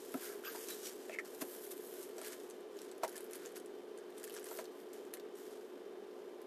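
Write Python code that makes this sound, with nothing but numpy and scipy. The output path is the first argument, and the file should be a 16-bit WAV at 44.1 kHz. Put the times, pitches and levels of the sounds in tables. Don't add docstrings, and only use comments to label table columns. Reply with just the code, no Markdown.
import sys
import numpy as np
from scipy import signal
from scipy.fft import rfft, irfft
from scipy.io import wavfile
from scipy.ndimage import uniform_filter1d

SR = 44100
rng = np.random.default_rng(int(sys.argv[2]) if len(sys.argv) > 2 else 0)


def file_out(sig):
    cols = np.atleast_2d(sig).T
    lim = np.clip(cols, -1, 1)
    pcm = np.round(lim * 32767).astype(np.int16)
    wavfile.write(sys.argv[1], SR, pcm)


def decibels_to_gain(level_db):
    exponent = np.asarray(level_db, float) / 20
    return 10 ** exponent


N = 284886

# (frequency [Hz], density [dB per Hz])
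FILM_SPECTRUM = [(2000, -12), (3200, -3), (4500, -4), (7000, 0), (10000, -1), (12500, 1), (14500, 1.5)]
# (frequency [Hz], width [Hz], level [dB])
WALL_RESONANCES = [(1536, 610, 19.5), (1940, 680, -10), (3040, 210, 2), (4620, 1500, 1)]
# (time [s], steady drag [dB], share of strokes in the wall [dB])
HAND_PRESSURE = [(0, -62.5, -6), (.4, -71.5, 3.5), (.6, -56.5, -1), (1.0, -69, -19), (1.22, -76, 1),
                 (1.35, -70, -6.5), (2.0, -69, -8), (2.15, -75, -1.5), (2.45, -68.5, -0.5),
                 (2.68, -76, -13), (3.02, -74.5, 12), (3.12, -77, 7.5), (3.6, -73.5, 1.5),
                 (3.95, -74.5, 15), (4.22, -74.5, 4), (4.7, -73, -4.5), (5.3, -75.5, -6), (6.46, -74.5, 6)]
# (peak time [s], rise [s], fall [s], rustle [dB], brightness [dB])
LONG_STROKES = [(.247, 0.17, 0.16, -55.5, 9), (.46, 0.039, 0.53, -58.5, 8.5), (.64, 0.17, 0.047, -64, -1),
                (0.707, 0.047, 0.072, -50.5, 5.5), (.873, 0.11, 0.052, -50, 2.5),
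                (1.139, 0.31, 0.053, -61, 0), (1.255, 0.015, 0.27, -64.5, 4),
                (1.55, 0.31, 0.094, -61.5, 12), (1.638, 0.058, 0.075, -60, 12),
                (2.027, 0.28, 0.11, -61.5, 8.5), (2.333, 0.12, 0.027, -59.5, 3),
                (3.468, 0.16, 0.067, -63.5, 3), (4.464, 0.031, 0.11, -61, 2), (4.54, 0.094, 0.086, -63, 17),
                (4.6, 0.093, 0.043, -57.5, -2), (4.941, 0.013, 0.19, -67, 3),
                (5.372, 0.031, 0.39, -66.5, 7), (5.54, 0.28, 0.069, -69, -12), (6.2, 0.2, 0.27, -82, 4),
                (4.8, 0.11, 0.088, -76, 11)]
# (peak time [s], rise and fall [s], rustle [dB], brightness [dB])
EVEN_TUGS = [(1.194, 0.014, -58.5, -8), (1.419, 0.019, -46.5, 5.5), (1.715, 0.031, -54.5, 12.5),
             (1.87, 0.17, -66, 14), (2.263, 0.12, -56, 5), (2.83, 0.18, -66.5, 2), (3.046, 0.023, -59, 8),
             (3.169, 0.19, -68.5, 9), (3.354, 0.077, -64, 6), (3.571, 0.027, -58.5, 3),
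             (3.983, 0.054, -81.5, 5), (4.24, 0.16, -68, 7), (4.37, 0.1, -61.5, -1),
             (5.144, 0.013, -59, -6)]
# (start [s], end [s], frequency [Hz], width [Hz])
AIR_POCKETS = [
    (.445, .515, 10650, 1600),
    (.415, .47, 11400, 350),
    (.47, .525, 7800, 600),
    (.567, .655, 4050, 350),
    (4.515, 4.565, 11100, 500),
]
# (time [s], peak [dB], centre [Hz])
FILM_SNAPS = [(0.0493, -45, 13000), (0.1206, -39, 12200), (0.1408, -34, 11700), (0.1954, -45, 13100),
              (0.4381, -45, 13400), (0.4586, -44, 12900), (0.4684, -39, 12600), (0.4805, -44, 12700),
              (0.5219, -42, 9300), (0.6387, -44, 8650), (0.6473, -42, 11400), (0.6756, -39, 6160),
              (0.6864, -30, 7000), (0.7704, -52, 10600), (0.7937, -52, 8400), (0.858, -33, 5200),
              (0.8717, -33.5, 8400), (0.9332, -43.5, 8400), (1.0959, -51, 5400), (1.1878, -42, 5960),
              (1.1973, -44, 5600), (1.2488, -47, 5500), (1.2575, -43, 5900), (1.2958, -47, 12500),
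              (1.3482, -37, 10400), (1.4112, -37, 12600), (1.419, -38, 11900), (1.4229, -46, 13100),
              (1.4259, -35, 12300), (1.4598, -46, 12700), (1.4665, -47, 12700), (1.4859, -45, 12700),
              (1.5708, -43, 13100), (1.61, -57, 11400), (1.6512, -44, 11200), (1.6624, -43, 12400),
              (1.6749, -43, 12600), (1.7076, -37, 12500), (1.7186, -36, 12200), (1.7234, -46, 12300),
              (1.7707, -41, 13300), (1.7785, -42, 10200), (1.7868, -50, 12800), (1.8088, -53, 12900),
              (1.8117, -49, 13000), (1.8454, -56, 12300), (1.8685, -51, 7900), (1.8759, -44, 12600),
              (1.9396, -43, 13100), (1.959, -55, 13000), (1.9784, -54, 11600), (2.0294, -36.5, 11500),
              (2.0361, -42, 11300), (2.168, -50, 13200), (2.1823, -37, 7800), (2.1896, -54, 5600),
              (2.2159, -33, 8900), (2.2487, -34, 9330),
              (2.265, -38, 9000), (2.274, -36, 11000), (2.2828, -32.5, 10600), (2.323, -40, 10500),
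                 (2.3289, -42, 6700), (2.332, -39, 8800), (2.3443, -45, 13000), (2.3951, -52, 8600),
                 (2.4007, -45, 6400), (2.4348, -50, 9300), (2.5, -40.5, 8850), (2.509, -40, 7100),
                 (2.6084, -53, 8100), (2.77, -46, 6700), (2.79, -40, 5300), (2.8176, -38.5, 8700),
                 (2.8479, -47, 9200), (2.892, -52, 3500), (2.8956, -52, 3510), (2.9152, -40, 7360),
                 (2.981, -46, 10900), (3.0351, -28.5, 6800), (3.0389, -34, 10800), (3.0483, -40, 7600),
                 (3.0795, -33, 9500), (3.094, -38, 11300), (3.0986, -49, 12200), (3.1184, -44, 9000),
                 (3.127, -41, 12400), (3.1563, -40, 8600), (3.1595, -39, 10400), (3.1664, -34, 10700),
                 (3.1794, -31.5, 9400), (3.2069, -40, 12600), (3.2298, -47, 10400), (3.2434, -38.5, 12800),
                 (3.2649, -52, 8500), (3.3065, -54, 12900), (3.311, -41, 11500), (3.319, -45, 10000),
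                 (3.3335, -33.5, 8600), (3.3489, -41, 9400), (3.356, -33, 11700), (3.3615, -40, 11200),
                 (3.3658, -43, 8600), (3.379, -50, 12400), (3.46, -35, 8300), (3.4745, -50, 7400),
                 (3.4915, -50, 8200), (3.52, -47, 13000), (3.5245, -52, 9100), (3.5525, -52, 10500),
                 (3.559, -40, 8400), (3.5637, -40, 11800), (3.569, -40, 12100), (3.5778, -41, 11200),
                 (3.6, -42.5, 8700), (3.66, -44.5, 8600),
              (3.9768, -43, 8200), (3.9875, -45, 8500), (4.0298, -59, 4200), (4.1045, -49, 8700),
                 (4.125, -54, 3500), (4.15, -53, 3700), (4.1694, -51, 8400), (4.176, -48, 3800),
                 (4.1807, -41, 8700), (4.185, -40, 8300), (4.1985, -45, 9600), (4.2014, -46, 9600),
                 (4.2318, -39, 8700), (4.2409, -30.5, 12900), (4.2449, -46, 10200), (4.2491, -43, 7300),
                 (4.2721, -42, 9400), (4.2774, -39, 8500), (4.2977, -36, 12500), (4.3059, -41, 3800),
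                 (4.3233, -41, 13000), (4.3298, -42, 8700), (4.3407, -36, 10400), (4.3494, -36.5, 9300),
                 (4.3655, -38, 6500), (4.3704, -41, 4600), (4.3742, -46, 5000), (4.3777, -41, 5800),
                 (4.3966, -40, 12700), (4.4296, -43, 7800), (4.4388, -48, 10400), (4.4432, -35, 9000),
                 (4.4566, -42, 12500), (4.4693, -40, 8700), (4.4878, -40, 6900), (4.5107, -40, 6900),
                 (4.5197, -40, 13000), (4.5455, -48, 12800), (4.5732, -39, 8600), (4.5894, -40, 7100),
                 (4.5932, -44, 3900), (4.6054, -44, 12000), (4.6424, -44, 7800), (4.6454, -47, 5600),
                 (4.6554, -41, 4000), (4.9317, -44, 7400), (4.935, -43.5, 12100), (5.052, -49, 7300),
                 (5.1385, -27, 11400), (5.143, -50, 12500), (5.147, -53, 10200), (5.1503, -44, 12900),
                 (5.1717, -43, 7700), (5.1987, -40.5, 4000), (5.3553, -48, 7900), (6.1114, -56, 4300),
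                 (6.3476, -56, 5200), (6.418, -49, 13200)]
# (peak time [s], peak [dB], pitch [Hz], rise [s])
WET_POPS = [(.1445, -43, 1340, .003), (.1445, -43, 680, 0.0021), (.157, -46.5, 724, .003),
            (.4386, -44, 1490, 0.00086), (0.8568, -47, 4940, 0.00087), (0.8715, -52, 2370, 0.0011),
            (.555, -51, 1720, .003), (.5609, -51, 970, .003), (.571, -48, 895, 0.0034),
            (1.0962, -43, 1900, 0.0012), (1.0963, -45.5, 2580, .001), (1.126, -43, 2300, 0.00046),
            (1.1319, -45, 2610, .0018), (1.1377, -45, 2250, 0.00084), (1.1432, -40, 2300, 0.00065),
            (1.1486, -42, 2260, 0.00077), (1.152, -42, 1900, .0008), (1.161, -51, 2200, .003),
            (1.1876, -26.5, 2030, 0.00088), (1.1942, -36, 2210, 0.00084), (1.2005, -37, 1910, .0025),
            (1.205, -44, 1850, 0.00148), (1.2116, -53, 1930, .002), (1.1938, -44, 1340, 0.00137),
            (1.414, -47.5, 1080, 0.0016), (1.4185, -34.5, 1660, 0.00082), (1.4265, -53, 1510, .0012),
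            (2.2483, -46.5, 2420, 0.00077), (2.3242, -56, 2030, 0.00064), (3.0345, -28, 735, .0015),
            (3.038, -32, 1020, 0.00214), (3.043, -37, 970, 0.0017), (3.044, -33, 520, .003),
            (3.0482, -30, 850, 0.0011), (3.0505, -31, 620, 0.00079), (3.035, -43, 2520, .001),
            (3.0566, -41, 860, 0.0014), (3.0692, -42, 825, 0.0016), (3.0779, -45, 830, 0.0019),
            (3.0868, -49, 1550, 0.0016), (3.9853, -53, 1610, .001), (4.2416, -56, 1900, .0008),
            (4.2779, -46.5, 1750, .0008), (4.298, -47, 3000, 0.00051), (4.4301, -53, 1700, 0.00081),
            (4.5154, -48, 1050, 0.0014), (4.595, -46, 1040, 0.0018)]
# (peak time [s], peak [dB], pitch [Hz], rise [s])
TABLE_THUMPS = [
    (0.1452, -37.5, 300, 0.0026),
    (0.154, -32.5, 284, 0.0037),
    (1.419, -40.5, 333, 0.0032),
    (1.425, -37.5, 282, 0.0032),
    (3.039, -39.5, 385, 0.0038),
]
# (time [s], peak [dB], pitch [Hz], share of the other modes [dB], crack [dB])
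BOWL_KNOCKS = [(.1425, -36.5, 670, 12, 0.5), (.55, -38, 883, -8, -10), (1.0955, -39, 670, -8, -6),
               (1.4175, -35.5, 1550, 23, 0), (2.181, -43, 654, -7, -5), (2.2145, -42, 1330, 3, 1),
               (3.0335, -32.5, 1420, -4, -4), (3.156, -47.5, 1760, -23, -8), (4.365, -42.5, 1630, -21, -17),
               (4.514, -37, 920, -9, -10), (4.5885, -35, 650, -2, -0.5), (4.592, -51, 1030, -2, -14),
               (5.138, -56, 1940, -28, 14), (5.171, -54, 1930, -22, 7), (5.199, -60, 2210, 2, -4)]
# (frequency [Hz], level [dB], t60 [s])
BOWL_MODES = [(520, -26, 0.098), (520, -2.5, 0.23), (641, 7, 0.045), (741, -1, 0.11), (860, -5.5, 0.11),
              (1012, 10, 0.023), (1160, -16, 0.025), (1340, 14, 0.015), (1580, -12, 0.1), (1770, 0.5, 0.02),
              (2200, -66, .04), (2580, -31, 0.027)]
# (start [s], length [s], first pitch [Hz], width [Hz], level [dB])
GRITTY_SLIPS = [(.438, 0.071, 1600, 130, -54), (.452, 0.047, 1250, 130, -55.5),
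                (0.44, 0.049, 1600, 260, -62), (.436, 0.047, 3150, 690, -57.5),
                (.83, 0.071, 5830, 340, -60), (.452, 0.065, 7000, 520, -64), (.452, 0.04, 4950, 250, -59),
                (0.55, .05, 4900, 260, -65), (.445, .05, 2700, 230, -62), (0.442, 0.067, 12800, 640, -50),
                (1.1, 0.073, 2300, 900, -60), (0.21, 0.15, 1500, 340, -66), (.687, 0.065, 3960, 280, -57)]
# (frequency [Hz], density [dB per Hz])
ROOM_AIR = [(76, -74), (130, -38.5), (208, -16.5), (290, -9.5), (346, -9.5), (413, -2.5), (483, -8.5),
            (532, -12.5), (939, -23), (1830, -39), (2500, -36), (3040, -33), (6150, -50.5), (14000, -46)]
# (frequency [Hz], width [Hz], level [dB])
DUCT_DRONES = [(400.4, 46, -58), (430.1, 46, -59.5), (1029.5, 23, -77), (640.5, 70, -72.5)]
# (frequency [Hz], wander [Hz], level [dB])
MOTOR_LINES = [(360, 0.21, -57), (770, 3, -82), (873, 10, -83), (1168, 2, -77), (1260, 2, -82),
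               (2270, 8.9, -93), (3105, 4, -83), (3622, 2.5, -83), (4140, 2.5, -87)]


def evened(x):
    return x / np.sqrt(np.mean(x ** 2) + 1e-20)


def add(mix, s, sound):
    part = mix[round(s * SR):][:len(sound)]
    part += sound[:len(part)]


def coloured(x, points):
    f, db = np.transpose(points)
    hz = np.fft.rfftfreq(len(x), 1 / SR)
    gain = decibels_to_gain(np.interp(np.log(hz + 1), np.log(f + 1), db))
    return evened(irfft(rfft(x) * gain, len(x)))


def resonate(x, hz, width):
    r = np.exp(-np.pi * width / SR)
    return signal.lfilter([1 - r, 0, r - 1], [1, -2 * r * np.cos(2 * np.pi * hz / SR), r * r], x)


def ring(hz, t60, t):
    return decibels_to_gain(-60 * t / t60) * np.sin(2 * np.pi * hz * t)


def rubbing():
    tears_per_s, spread_db, clump_db = 3000, 2.4, 1.5
    t = np.arange(N) / SR
    slow_t = t[::32]
    level, bright_level, wall_level = [np.interp(t, slow_t, gain) for gain in rub_levels(slow_t)]
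    tears = decibels_to_gain(spread_db * np.minimum(rng.exponential(1, N), 5)) * (rng.random(N) < tears_per_s / SR)
    tears = evened(tears * rng.choice([-1., 1.], N))
    tears = tears + rng.standard_normal(N)
    clumps = evened(uniform_filter1d(rng.standard_normal(N), 220))
    tears = evened(tears * decibels_to_gain(clump_db * clumps))
    wall = evened(sum(decibels_to_gain(db) * resonate(tears, hz, width) for hz, width, db in WALL_RESONANCES))
    film = coloured(tears, FILM_SPECTRUM)
    dull = signal.sosfiltfilt(signal.butter(3, 9500, fs=SR, output="sos"), film)
    return level * evened(dull) + bright_level * evened(film - dull) + wall_level * wall


def rub_levels(t):
    bright_drag_db, wall_rest_db, rest_db = 4, -68.5, -75
    span_db = 17.5
    s, drag_db, wall_db = np.transpose(HAND_PRESSURE)
    drag = np.maximum(decibels_to_gain(np.interp(t, s, drag_db)) ** 2 - decibels_to_gain(rest_db) ** 2, 0)
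    dull, bright = np.zeros(len(t)), np.zeros(len(t))
    tugs = [(peak, length, length, db, bright_db) for peak, length, db, bright_db in EVEN_TUGS]
    for peak, rise, fall, db, bright_db in LONG_STROKES + tugs:
        away = np.maximum((peak - t) / rise, (t - peak) / fall)
        power = decibels_to_gain(db - span_db * away) ** 2
        dull += power
        bright += power * decibels_to_gain(bright_db) ** 2
    wall = decibels_to_gain(wall_rest_db) ** 2 + dull * decibels_to_gain(np.interp(t, s, wall_db)) ** 2
    return np.sqrt([drag + dull, drag * decibels_to_gain(bright_drag_db) ** 2 + bright, wall])


def swallowed(x):
    t = np.arange(N) / SR
    for start, end, hz, width in AIR_POCKETS:
        depth = np.clip(np.minimum(t - start, end - t) / 0.0085, 0, 1)
        for stage in range(3):
            x = x - depth * resonate(x, hz, width)
    return x


def snaps():
    out, t = np.zeros(N), np.arange(2000) / SR
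    envelope = (decibels_to_gain(-60 * t / 0.006) + decibels_to_gain(-19 - 60 * t / 0.03)) * (1 - np.exp(-t / 0.0003))
    for s, db, hz in FILM_SNAPS:
        wall_db = -19.5 - 3.5 * np.log2(hz / 8000)
        fizz = rng.standard_normal(len(t)) * envelope
        tick = resonate(fizz, hz, 0.37 * hz) + 0.4 * signal.lfilter([1, -1], [1, -.55], fizz)
        wall = resonate(resonate(fizz, 2100, 4800), 2100, 4800)
        snap = tick / abs(tick).max() + decibels_to_gain(wall_db) * wall / abs(wall).max()
        add(out, s - .0006, decibels_to_gain(db - 1) * snap)
    return out


def pops_and_thumps():
    out = np.zeros(N)
    for s, db, hz, rise in WET_POPS + TABLE_THUMPS:
        t = np.arange(0, 9 * rise, 1 / SR)
        swell = t / rise * np.exp(1 - t / rise)
        sagging = np.sin(2 * np.pi * hz * t * (1 - .004 * t / rise))
        add(out, s - rise, decibels_to_gain(db) * swell * sagging)
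    return out


def knocks():
    out, t = np.zeros(N), np.arange(6000) / SR
    blow_t = t[:800]
    body = sum(decibels_to_gain(db) * ring(hz, t60, t) for hz, db, t60 in BOWL_MODES)
    swell = 1 - np.exp(-t / 0.00051)
    for s, db, hz, body_db, crack_db in BOWL_KNOCKS:
        t60 = 0.039 * min(hz / 900, 900 / hz) ** 0.61
        chatter = .04 * rng.standard_normal(len(blow_t)) * decibels_to_gain(-60 * blow_t / .015)
        blow = (blow_t == 0) + chatter
        blow = np.convolve(blow, np.hanning(9))
        spot = ring(hz, t60, t)
        spot += .6 * ring(1.1 * hz, .8 * t60, t) + .6 * ring(.91 * hz, .8 * t60, t)
        knock = signal.fftconvolve(blow, swell * (spot + decibels_to_gain(body_db) * body))
        crack = resonate(resonate(blow, 1700, 1600), 1800, 1200)
        add(out, s - .0005, decibels_to_gain(db) * knock / abs(knock).max())
        add(out, s - .0005, decibels_to_gain(db + crack_db) * crack / abs(crack).max())
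    return signal.sosfilt(signal.butter(3, 340, "high", fs=SR, output="sos"), out)


def slips():
    out = np.zeros(N)
    for s, length, first_hz, width, db in GRITTY_SLIPS:
        grit = rng.standard_normal((2, round(length * SR)))
        grit = grit * abs(grit)
        glide_hz = np.linspace(first_hz, 0.96 * first_hz, grit.shape[1])
        turn = np.exp(2j * np.pi * np.cumsum(glide_hz) / SR)
        low_pass = signal.butter(2, width / 2, fs=SR, output="sos")
        flutter = signal.sosfilt(low_pass, grit[0] + 1j * grit[1])
        add(out, s, decibels_to_gain(db) * evened((flutter * turn).real) * signal.windows.tukey(len(turn), .4))
    return out


def room(x):
    t60 = 0.075
    t = np.arange(SR // 2) / SR
    tail = rng.standard_normal(len(t)) * decibels_to_gain(-60 * t / t60) * (t > .002)
    return signal.fftconvolve(x, tail / np.linalg.norm(tail))[:N]


def room_tone():
    out = decibels_to_gain(-53.5) * coloured(rng.standard_normal(N), ROOM_AIR)
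    for hz, width, db in DUCT_DRONES:
        out += decibels_to_gain(db) * evened(resonate(resonate(rng.standard_normal(N), hz, width), hz, width))
    for hz, width, db in MOTOR_LINES:
        wander = evened(uniform_filter1d(rng.standard_normal(N), 4000))
        turns = np.cumsum(hz + width * wander) / SR
        out += decibels_to_gain(db) * np.sqrt(2) * np.sin(2 * np.pi * turns)
    return out


def scene():
    wet = pops_and_thumps()
    hits = snaps() + knocks() + slips() + decibels_to_gain(-3.5) * wet
    bowl = rubbing() + hits + decibels_to_gain(-5.5) * room(hits) + 0.18 * wet
    return (swallowed(bowl) + room_tone())[None]


def top_cut(x):
    return signal.sosfilt(signal.butter(12, 15120, fs=SR, output="sos"), x)


def record(dry):
    thin = signal.sosfilt(signal.butter(3, 140, "high", fs=SR, output="sos"), dry)
    self_noise = coloured(rng.standard_normal(N), [(20, -10.5), (100, -6), (300, -20.5)])
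    thin = thin + decibels_to_gain(-80.5) * self_noise
    band_limit = signal.firwin(601, 13930, window=("kaiser", 7), fs=SR)
    limited = signal.oaconvolve(thin, band_limit[None], "same")
    return top_cut(limited)


dry = scene()
out = record(dry)
file_out(out)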